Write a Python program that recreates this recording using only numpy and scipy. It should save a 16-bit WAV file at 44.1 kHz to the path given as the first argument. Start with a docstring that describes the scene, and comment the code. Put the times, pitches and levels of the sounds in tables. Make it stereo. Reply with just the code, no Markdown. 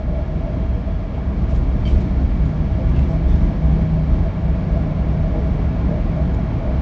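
"""A car cruises through a long road tunnel, heard from the front of the cabin.
From the start the road shakes the body and makes the cabin air boom, the engine drones and the tyres sing.
Road patches and small bumps soon pass under the wheels. From about 1 to 3.5 seconds, on a rougher
stretch, the dashboard trim buzzes, rustles, clacks, ticks and squeaks once. The engine is louder from
about 3 seconds on, and the roar thrown back by the walls grows slowly to the end."""
import sys
import numpy as np
from scipy import signal
from scipy.fft import irfft
from scipy.io import wavfile
from scipy.ndimage import uniform_filter1d

SR = 44100
rng = np.random.default_rng(int(sys.argv[2]) if len(sys.argv) > 2 else 0)


def file_out(sig):
    """Save sig as 16-bit WAV at sys.argv[1]."""
    # one column per channel
    cols = np.atleast_2d(sig).T
    # limit, then scale
    lim = np.clip(cols, -1, 1)
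    pcm = np.round(lim * 32767).astype(np.int16)
    wavfile.write(sys.argv[1], SR, pcm)


N = 300321
TIME = np.arange(N) / SR
FREQS_HZ = np.maximum(np.arange(N // 2 + 1) * SR / N, 1)
LEFT_RIGHT = np.array([[.5], [-.5]])  # adds half an amount on the left, takes half off on the right

# Patches of different road surface. Each row: start in seconds, length in seconds,
# level of the hollow sound in dB, boost to the tread's note in dB.
ROAD_PATCHES = [(0.105, 0.14, -36, 4.5), (0.39, 0.22, -48, 5), (0.865, 0.067, -44, 4),
                (1.108, 0.04, -50, 10), (1.514, 0.045, -46, 9), (1.945, 0.06, -55, 8.5),
                (2.78, 0.037, -43, 7.5), (3.091, 0.063, -33.5, 5), (4.742, 0.05, -42, 7),
                (5.295, 0.13, -32.5, 2), (5.87, 0.14, -35.5, 6), (6.138, 0.089, -49, 8),
                (6.625, 0.12, -52, 6)]


def from_db(db):
    """Turn decibels into a number to multiply by."""
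    return 10 ** (np.asarray(db) / 20)


def rms_one(x):
    """Scale a signal so that its average power is one."""
    return x / np.sqrt(np.mean(x ** 2) + 1e-20)


def in_time(points):
    """Join (seconds, value) points with straight lines, one value per sample."""
    return np.interp(TIME, *np.transpose(points))


def over_hz(points):
    """Join (Hz, value) points, giving every octave the same room."""
    hz, value = np.transpose(points)
    return np.interp(np.log(FREQS_HZ), np.log(hz), value)


def colour(points):
    """Strength of each frequency from (Hz, dB) points, fading beyond both ends."""
    low_fade = np.minimum(FREQS_HZ / points[0][0], 1) ** 2
    high_fade = np.minimum(points[-1][0] / FREQS_HZ, 1) ** 2
    return from_db(over_hz(points)) * low_fade * high_fade


def resonances(modes):
    """Strength of each frequency in an object that rings at certain pitches, its modes."""
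    power = 0
    for hz, width, db in modes:
        off_pitch = (FREQS_HZ ** 2 - hz ** 2) / (2 * FREQS_HZ * width)
        power += (from_db(db) / (1 + 2 * off_pitch ** 2)) ** 2
    return np.sqrt(power)


def white(channels):
    """Spectra of unrelated white noises: a random amount of every frequency."""
    return rng.standard_normal((channels, 2 * len(FREQS_HZ))).view(complex)


def wander(rate_hz):
    """A random drift of about plus or minus one, mostly slower than the given rate."""
    return rms_one(irfft(white(channels=1)[0] / (1 + (FREQS_HZ / rate_hz) ** 4), N))


def cabin_noise(shape, unshared_db=None, balance_db=None, lead=None, alike_below_hz=110):
    """Stereo noise with the given spectrum: left and right are alike in the bass and differ higher up."""
    # Sound the two sides do not share. Each row: frequency in Hz, its part of the whole in dB.
    unshared = [(30, -46), (75, -42), (140, -29), (200, -21.5), (340, -11), (400, -5), (720, -3.8),
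                (900, -4.2), (1600, -1.14), (2300, -6.5), (2700, -2), (3800, -3), (5500, -4), (7000, -15)]
    # Lean to the left. Each row: frequency in Hz, left over right in dB (before the bass is evened out).
    balance = [(90, -2.5), (160, 4), (185, 1), (340, 1), (430, 4), (520, 1.5), (600, 4), (730, -0.5),
               (820, 6.5), (1050, 3.5), (1550, 1), (1950, 3.5), (3000, -0.5), (7000, 0)]
    # Head start of the left side. Each row: frequency in Hz, phase in radians (also before evening out).
    left_lead = [(100, -0.5), (340, 0.52), (480, 1.08), (560, 2.5), (650, 1.5), (730, 2.5), (950, 2.5),
                 (1120, 5), (1460, 1), (1720, 8), (2080, 6), (2350, 8), (4000, 8), (7000, 8.5)]
    apart = np.clip(from_db(over_hz(unshared) if unshared_db is None else unshared_db), 0, 1)
    balance_db = over_hz(balance) if balance_db is None else balance_db
    lead = over_hz(left_lead) if lead is None else lead
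    shared, own = white(channels=1), white(channels=2)
    sides = LEFT_RIGHT / (1 + (alike_below_hz / FREQS_HZ) ** 4)  # long waves reach both sides alike
    spectra = np.sqrt(1 - apart ** 2) * shared * np.exp(1j * sides * lead) + apart * own
    return rms_one(irfft(spectra * shape * from_db(sides * balance_db), N))


def steadied(x, seconds):
    """Even out the slow level changes of a noise and keep its fast flutter."""
    power = uniform_filter1d(np.mean(x ** 2, axis=0), int(seconds * SR))
    smooth_power = uniform_filter1d(power, int(seconds * SR / 2))
    return rms_one(x / np.sqrt(smooth_power + 1e-9))


def swell(start, length):
    """A rounded rise and fall."""
    return np.sqrt(np.sin(np.pi * np.clip((TIME - start) / length, 0, 1)).clip(0))


def rise_and_fade(age, rise_s, fade_s):
    """A straight rise, then a fade that slows as it goes."""
    return np.clip(age / rise_s, 0, 1) * np.exp(-np.maximum(age - rise_s, 0) / fade_s)


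def road_gain(db, follow, db_per_s, midway_s=3.4):
    """Strength of a sound that follows the road's roughness and changes steadily along the tunnel."""
    # The road under the wheels. Each row: time in seconds, roughness in dB above or below the usual.
    roughness = [(0.0, -2.7), (0.52, 1.2), (1.04, -3.5), (1.3, -2), (1.44, 2.5), (1.72, 1.5), (1.95, 6),
                 (2.14, 2.5), (2.7, 1), (3.0, 5), (3.22, 1.7), (3.44, 5.5), (3.6, -0.5), (3.71, 4.5),
                 (4.02, -2), (4.17, 4), (4.3, -1.5), (4.8, 0.5), (4.96, -2.5), (5.08, -0.5), (5.92, -0.4),
                 (6.62, -2.5), (6.8, -0.5)]
    return from_db(db + follow * in_time(roughness) + db_per_s * (TIME - midway_s))


def road_rumble():
    """The road's texture shakes the car body, the cabin air and the tyre casings, and each one rings."""
    # How body, air and tyres ring. Each row: pitch in Hz, width in Hz, relative level in dB.
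    body_modes = [(40.6, 8.5, 0.5), (49.3, 7, -4.5), (23, 5, -19.5)]
    air_modes = [(63.53, 4, 4), (69.6, 27.8, -9.5)]
    casing_modes = [(106, 62, 0), (185.8, 16, 3), (214, 7.5, -5.5), (269.5, 23, -6.5), (346.5, 16, -10.5)]
    # The tyres' broad rumble. Each row: frequency in Hz, relative level in dB.
    rumble_spectrum = [(30, -26), (70, -6.5), (100, -2), (125, -2.5), (200, -4.5), (250, -9.5),
                       (320, -12.5), (420, -19), (700, -40.5)]
    shudder = steadied(cabin_noise(resonances(body_modes)), seconds=1.0)
    boom = steadied(cabin_noise(resonances(air_modes)), seconds=0.41)
    rumble = steadied(cabin_noise(colour(rumble_spectrum)), seconds=0.25)
    casing_ring = cabin_noise(resonances(casing_modes))
    return (shudder * road_gain(db=-23.5, follow=1, db_per_s=0.082)
            + boom * road_gain(db=-21, follow=1, db_per_s=0.27)
            + rumble * road_gain(db=-25, follow=0.38, db_per_s=0.59)
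            + casing_ring * road_gain(db=-28, follow=1, db_per_s=0.49))


def engine(waver_hz=1.53, flutter_db=1.06, offset_db=-1.3, left_db=1.5):
    """The engine drones: its speed sets the wavering pitch, and working harder makes it louder."""
    # Engine speed. Each row: time in seconds, pitch of the drone in Hz.
    pitch = [(0.0, 154), (2.5, 154.9), (3.0, 156), (3.25, 158.8), (3.55, 153.9), (3.8, 158.5), (4.0, 156),
             (4.5, 160), (5.05, 156.2), (5.55, 157.6), (5.9, 163.1), (6.2, 156), (6.8, 160)]
    # Engine load. Each row: time in seconds, relative level of the drone in dB.
    load = [(0.0, -41), (0.35, -34), (0.6, -39), (2.28, -32), (2.42, -24.5), (2.56, -23), (2.7, -35),
            (2.86, -30.5), (2.98, -21.5), (3.3, -23), (3.47, -28), (3.62, -21.5), (3.9, -19), (4.05, -19.5),
            (4.2, -27.5), (4.8, -27), (5.0, -23.5), (5.22, -22.5), (5.35, -29), (5.55, -23.5), (5.68, -31),
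            (5.88, -22.5), (6.03, -27.5), (6.17, -22), (6.35, -30), (6.8, -30)]
    pitch_hz = in_time(pitch) + waver_hz * wander(rate_hz=14.2)
    phase = 2 * np.pi * np.cumsum(pitch_hz) / SR
    level_db = in_time(load) + offset_db + flutter_db * wander(rate_hz=11.0)
    return from_db(level_db + left_db * LEFT_RIGHT) * np.sqrt(2) * np.sin(phase)


def tyre_tread(throb_db=1.14, throb_hz=12, offset_db=-1.24):
    """Unevenly spaced tread blocks slap the road: a throbbing note on the left, louder on each patch."""
    # Strength of the tread's note. Each row: time in seconds, relative level in dB.
    levels = [(0.0, -32), (1.26, -37), (2.01, -35.5), (2.39, -38.5), (2.77, -35), (4.28, -33.5),
              (5.29, -31.5), (5.67, -34), (6.8, -32.5)]
    note_shape = resonances([(653.6, 24, 1.0), (611.4, 52, -2.5)])
    note = cabin_noise(note_shape, unshared_db=-12.0, balance_db=10.5, lead=1.64)
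    throb = rms_one(irfft(white(channels=1) * resonances([(throb_hz, throb_hz, 0)]), N))
    boost_db = sum(db * swell(start, length) for start, length, _, db in ROAD_PATCHES)
    level_db = in_time(levels) + offset_db + boost_db + throb_db * throb
    return from_db(level_db) * steadied(note, seconds=0.24)


def tunnel_roar():
    """Tyre noise bounces off the tunnel walls and comes back in through the glass and panels."""
    # The returning roar. Each row: frequency in Hz, relative level in dB.
    roar_spectrum = [(250, -15.5), (400, -3), (520, 3), (620, -1.5), (730, 2), (850, -1), (1150, -7),
                     (1500, -11.5), (2000, -15.5), (2330, -16.5), (2550, -18.5), (3200, -23.5),
                     (4000, -28.5), (7000, -57.5)]
    # Panels ringing with the roar. Each row: pitch in Hz, width in Hz, relative level in dB.
    panel_modes = [(751, 19, 13), (798, 42, 11), (1023, 67, 11), (1200, 150, 5.5), (1378, 27, 4.5),
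                   (1676, 58, 2), (2298, 115, 2), (4400, 270, -12.5)]
    roar = from_db(7.5) * cabin_noise(colour(roar_spectrum))
    panels = from_db(-2.5) * cabin_noise(resonances(panel_modes))
    return road_gain(db=-41.5, follow=0.21, db_per_s=0.57) * (roar + panels)


def seal_hiss():
    """Air hisses along the door seals."""
    # The hiss. Each row: frequency in Hz, relative level in dB.
    hiss_spectrum = [(1500, -10), (3100, 2), (3800, 2), (4600, -0.5), (5600, -1.5), (6500, -4.5),
                     (7300, -10), (9000, -24)]
    return road_gain(db=-54, follow=0.46, db_per_s=0.36) * cabin_noise(colour(hiss_spectrum))


def trim_ring():
    """The shaking keeps the dashboard's plastic trim ringing faintly all the time."""
    # How the trim rings. Each row: pitch in Hz, width in Hz, relative level in dB.
    trim_modes = [(1668, 68, 1.5), (2266, 85, 0.5), (2770, 55, -2), (3120, 25, -0.5), (3220, 23, -1),
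                  (3274, 38, 0.5), (3450, 33, -8)]
    return road_gain(db=-55.5, follow=0.1, db_per_s=-0.3) * cabin_noise(resonances(trim_modes))


def road_patches():
    """Patches of different surface make the tyres sound hollow for a moment."""
    # The hollow ring. Each row: pitch in Hz, width in Hz, relative level in dB.
    hollow_modes = [(462, 29, 1.5), (546, 9, -1.5), (800, 41, -5.5)]
    loudness = sum(from_db(db) * swell(start, length) for start, length, db, _ in ROAD_PATCHES)
    return loudness * cabin_noise(resonances(hollow_modes))


def road_bumps(left_db=5.5):
    """Each small bump rings a wheel and its suspension: a soft, short knock, a little to the left."""
    # The bumps. Each row: start in seconds, pitch in Hz, level in dB before the lean to the left.
    knocks = [(0.52, 258, -23.5), (0.74, 480, -31), (2.17, 720, -36), (2.185, 263, -23), (2.775, 516, -32),
              (3.685, 780, -35.5), (4.232, 658, -33), (5.302, 615, -26), (5.325, 319, -25.5),
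              (5.342, 470, -27), (5.39, 419, -28.5), (5.565, 412, -30.5), (6.667, 605, -27)]
    out, age = np.zeros(N), TIME[:SR // 9]
    loudness = rise_and_fade(age, rise_s=0.036, fade_s=0.02)
    for start, hz, db in knocks:
        first = int(start * SR)
        out[first:first + len(age)] += from_db(db) * loudness * np.sin(2 * np.pi * hz * age)
    return from_db(left_db * LEFT_RIGHT) * out


def trim_buzz():
    """Loose panels chatter roughly, each around its own pitch."""
    # The buzzes. Each row: start in seconds, length in seconds, pitch in Hz, level in dB.
    buzzes = [(0.885, 0.075, 3300, -59), (1.2, 0.09, 1730, -54), (2.933, 0.11, 2760, -56),
              (3.26, 0.11, 3560, -56)]
    chatter = np.sqrt(2) * wander(rate_hz=170)
    return chatter * sum(from_db(db) * swell(start, length) * np.sin(2 * np.pi * hz * TIME)
                         for start, length, hz, db in buzzes)


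def trim_rustle(grain_depth=0.2):
    """After a jolt, plastic panels rub in many tiny slips: a dull creak under a bright scuff."""
    # The rubs. Each row: start in seconds, settling time in seconds, creak in dB, scuff in dB.
    rubs = [(1.122, 0.02, -49, -69), (1.478, 0.025, -48, -50), (1.53, 0.017, -57, -49),
            (1.845, 0.065, -44, -45.5), (1.975, .04, -55, -53), (2.435, .03, -63, -57),
            (2.865, 0.025, -49, -56), (2.935, 0.065, -54, -57), (3.07, 0.055, -56, -53.5),
            (3.265, 0.12, -56, -52.5)]
    # Tone of the creak and of the scuff. Each row: frequency in Hz, relative level in dB.
    creak_spectrum = [(900, -17), (1700, -9.5), (2400, 2.5), (3000, -1.5), (3800, -15.5), (6000, -21.5)]
    scuff_spectrum = [(2000, -15.5), (3300, 2), (4600, -4.5), (5800, 0.5), (7000, -7), (9000, -10.5)]
    slips = rms_one(uniform_filter1d(rng.standard_normal(N), size=130))
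    grain = rms_one(1 + grain_depth * slips)
    creak = cabin_noise(colour(creak_spectrum))
    scuff = cabin_noise(colour(scuff_spectrum))
    out = np.zeros((2, N))
    for start, settling, creak_db, scuff_db in rubs:
        jolt = rise_and_fade(TIME - start, rise_s=0.035, fade_s=settling)
        out += jolt * (from_db(creak_db) * creak + from_db(scuff_db) * scuff)
    return grain * out


def trim_clacks(fade_s=0.0038, band_ratio=1.25):
    """Larger panels knock together: each knock is a burst of noise that dies at once."""
    # The knocks. Each row: start in seconds, centre frequency in Hz, peak level in dB.
    clacks = [(1.178, 750, -27), (1.492, 1090, -31), (1.828, 990, -30.5), (2.962, 2550, -34),
              (2.991, 2420, -34), (3.028, 2300, -38)]
    out, age = np.zeros(N), TIME[:SR // 10]
    for start, hz, db in clacks:
        band = signal.butter(2, [hz / band_ratio, hz * band_ratio], "band", fs=SR, output="sos")
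        burst = signal.sosfilt(band, rng.standard_normal(len(age)) * np.exp(-age / fade_s))
        first = int(start * SR)
        out[first:first + len(age)] += from_db(db) * burst / np.abs(burst).max()
    return out


def trim_ticks():
    """Small loose parts touch and ring very briefly."""
    # The touches. Each row: time in seconds, strength in dB.
    touches = [(1.562, -44), (2.018, -46), (2.455, -44), (2.993, -44), (6.340, -44), (6.347, -40.5)]
    # How the parts ring. Each row: pitch in Hz, relative level in dB, seconds to fade by 60 dB.
    part_modes = [(3760, -4, 0.011), (5200, -10.5, .012), (6800, -8, 0.013), (8500, -4, .015)]
    clicks, out = np.full(N, 1e-18), np.zeros(N)
    for start, db in touches:
        clicks[int(start * SR)] = from_db(db)
    for hz, db, ring_s in part_modes:
        decay = np.exp(-np.log(1000) / (ring_s * SR))  # the part of the ring left after each sample
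        step = 2 * np.pi * hz / SR
        ring = signal.lfilter([0, np.sin(step)], [1, -2 * decay * np.cos(step), decay ** 2], clicks)
        out += from_db(db) * ring
    return out


def trim_squeak(sag_hz_per_s=5500, overtone_ratio=1.455, undertone_ratio=0.73, undertone_db=-6):
    """A panel edge sticks and slips unevenly: two rough, falling chirps run into one squeak."""
    # The chirps. Each row: start in seconds, length in seconds, starting pitch in Hz, level in dB,
    # overtone in dB compared with the main tone.
    chirps = [(1.851, 0.02, 3195, -36, -8.5), (1.871, 0.014, 3138, -36.5, -14)]
    waver = 1 + .011 * wander(rate_hz=700)
    roughness = from_db(1.8 * wander(rate_hz=500))
    out = np.zeros(N)
    for start, length, hz, db, overtone_db in chirps:
        on = (TIME > start) & (TIME < start + length)
        pitch_hz = (hz - sag_hz_per_s * (TIME[on] - start)) * waver[on]
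        phase = 2 * np.pi * np.cumsum(pitch_hz) / SR
        overtone = from_db(overtone_db) * np.sin(overtone_ratio * phase)
        undertone = from_db(undertone_db) * np.sin(undertone_ratio * phase)
        loudness = from_db(db) * swell(start, length)[on] * roughness[on]
        out[on] += loudness * (np.sin(phase) + overtone + undertone)
    return out


def in_cabin(x, ring_s=0.2, echo_db=-5):
    """Add many quick echoes from the glass, soon swallowed by the seats."""
    age = TIME[:SR // 5]
    echoes = rng.standard_normal((2, len(age))) * np.exp(-np.log(1000) * age / ring_s)
    echoes /= np.sqrt(np.sum(echoes ** 2, axis=1, keepdims=True))
    return x + from_db(echo_db) * signal.fftconvolve(x[None], echoes, axes=1)[:, :N]


def low_pass(x, hz):
    """Steeply cut everything above the given frequency."""
    return signal.sosfilt(signal.ellip(10, .2, 80, hz, fs=SR, output="sos"), x)


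def scene():
    """Road, engine, tyres and tunnel, with the small noises of the dashboard."""
    driving = road_rumble() + engine() + tyre_tread() + road_patches() + road_bumps()
    air = tunnel_roar() + seal_hiss()
    soft_trim = trim_ring() + trim_rustle()
    sharp_trim = trim_squeak() + trim_buzz() + trim_clacks() + trim_ticks()
    return driving + air + soft_trim + in_cabin(sharp_trim)


def record(dry, treble_cut_hz=8000, whine_hz=12000, whine_gain_db=-65.5, top_hz=12600):
    """The treble is cut steeply; above it a very faint, high whine flutters with the rumble."""
    rumble_band = signal.butter(2, [60, 220], "band", fs=SR, output="sos")
    rumble = signal.sosfilt(rumble_band, dry.mean(axis=0))
    whine = from_db(whine_gain_db) * rumble * np.sin(2 * np.pi * whine_hz * TIME)
    return low_pass(low_pass(dry, treble_cut_hz) + whine, top_hz)


dry = scene()
out = record(dry)
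file_out(out)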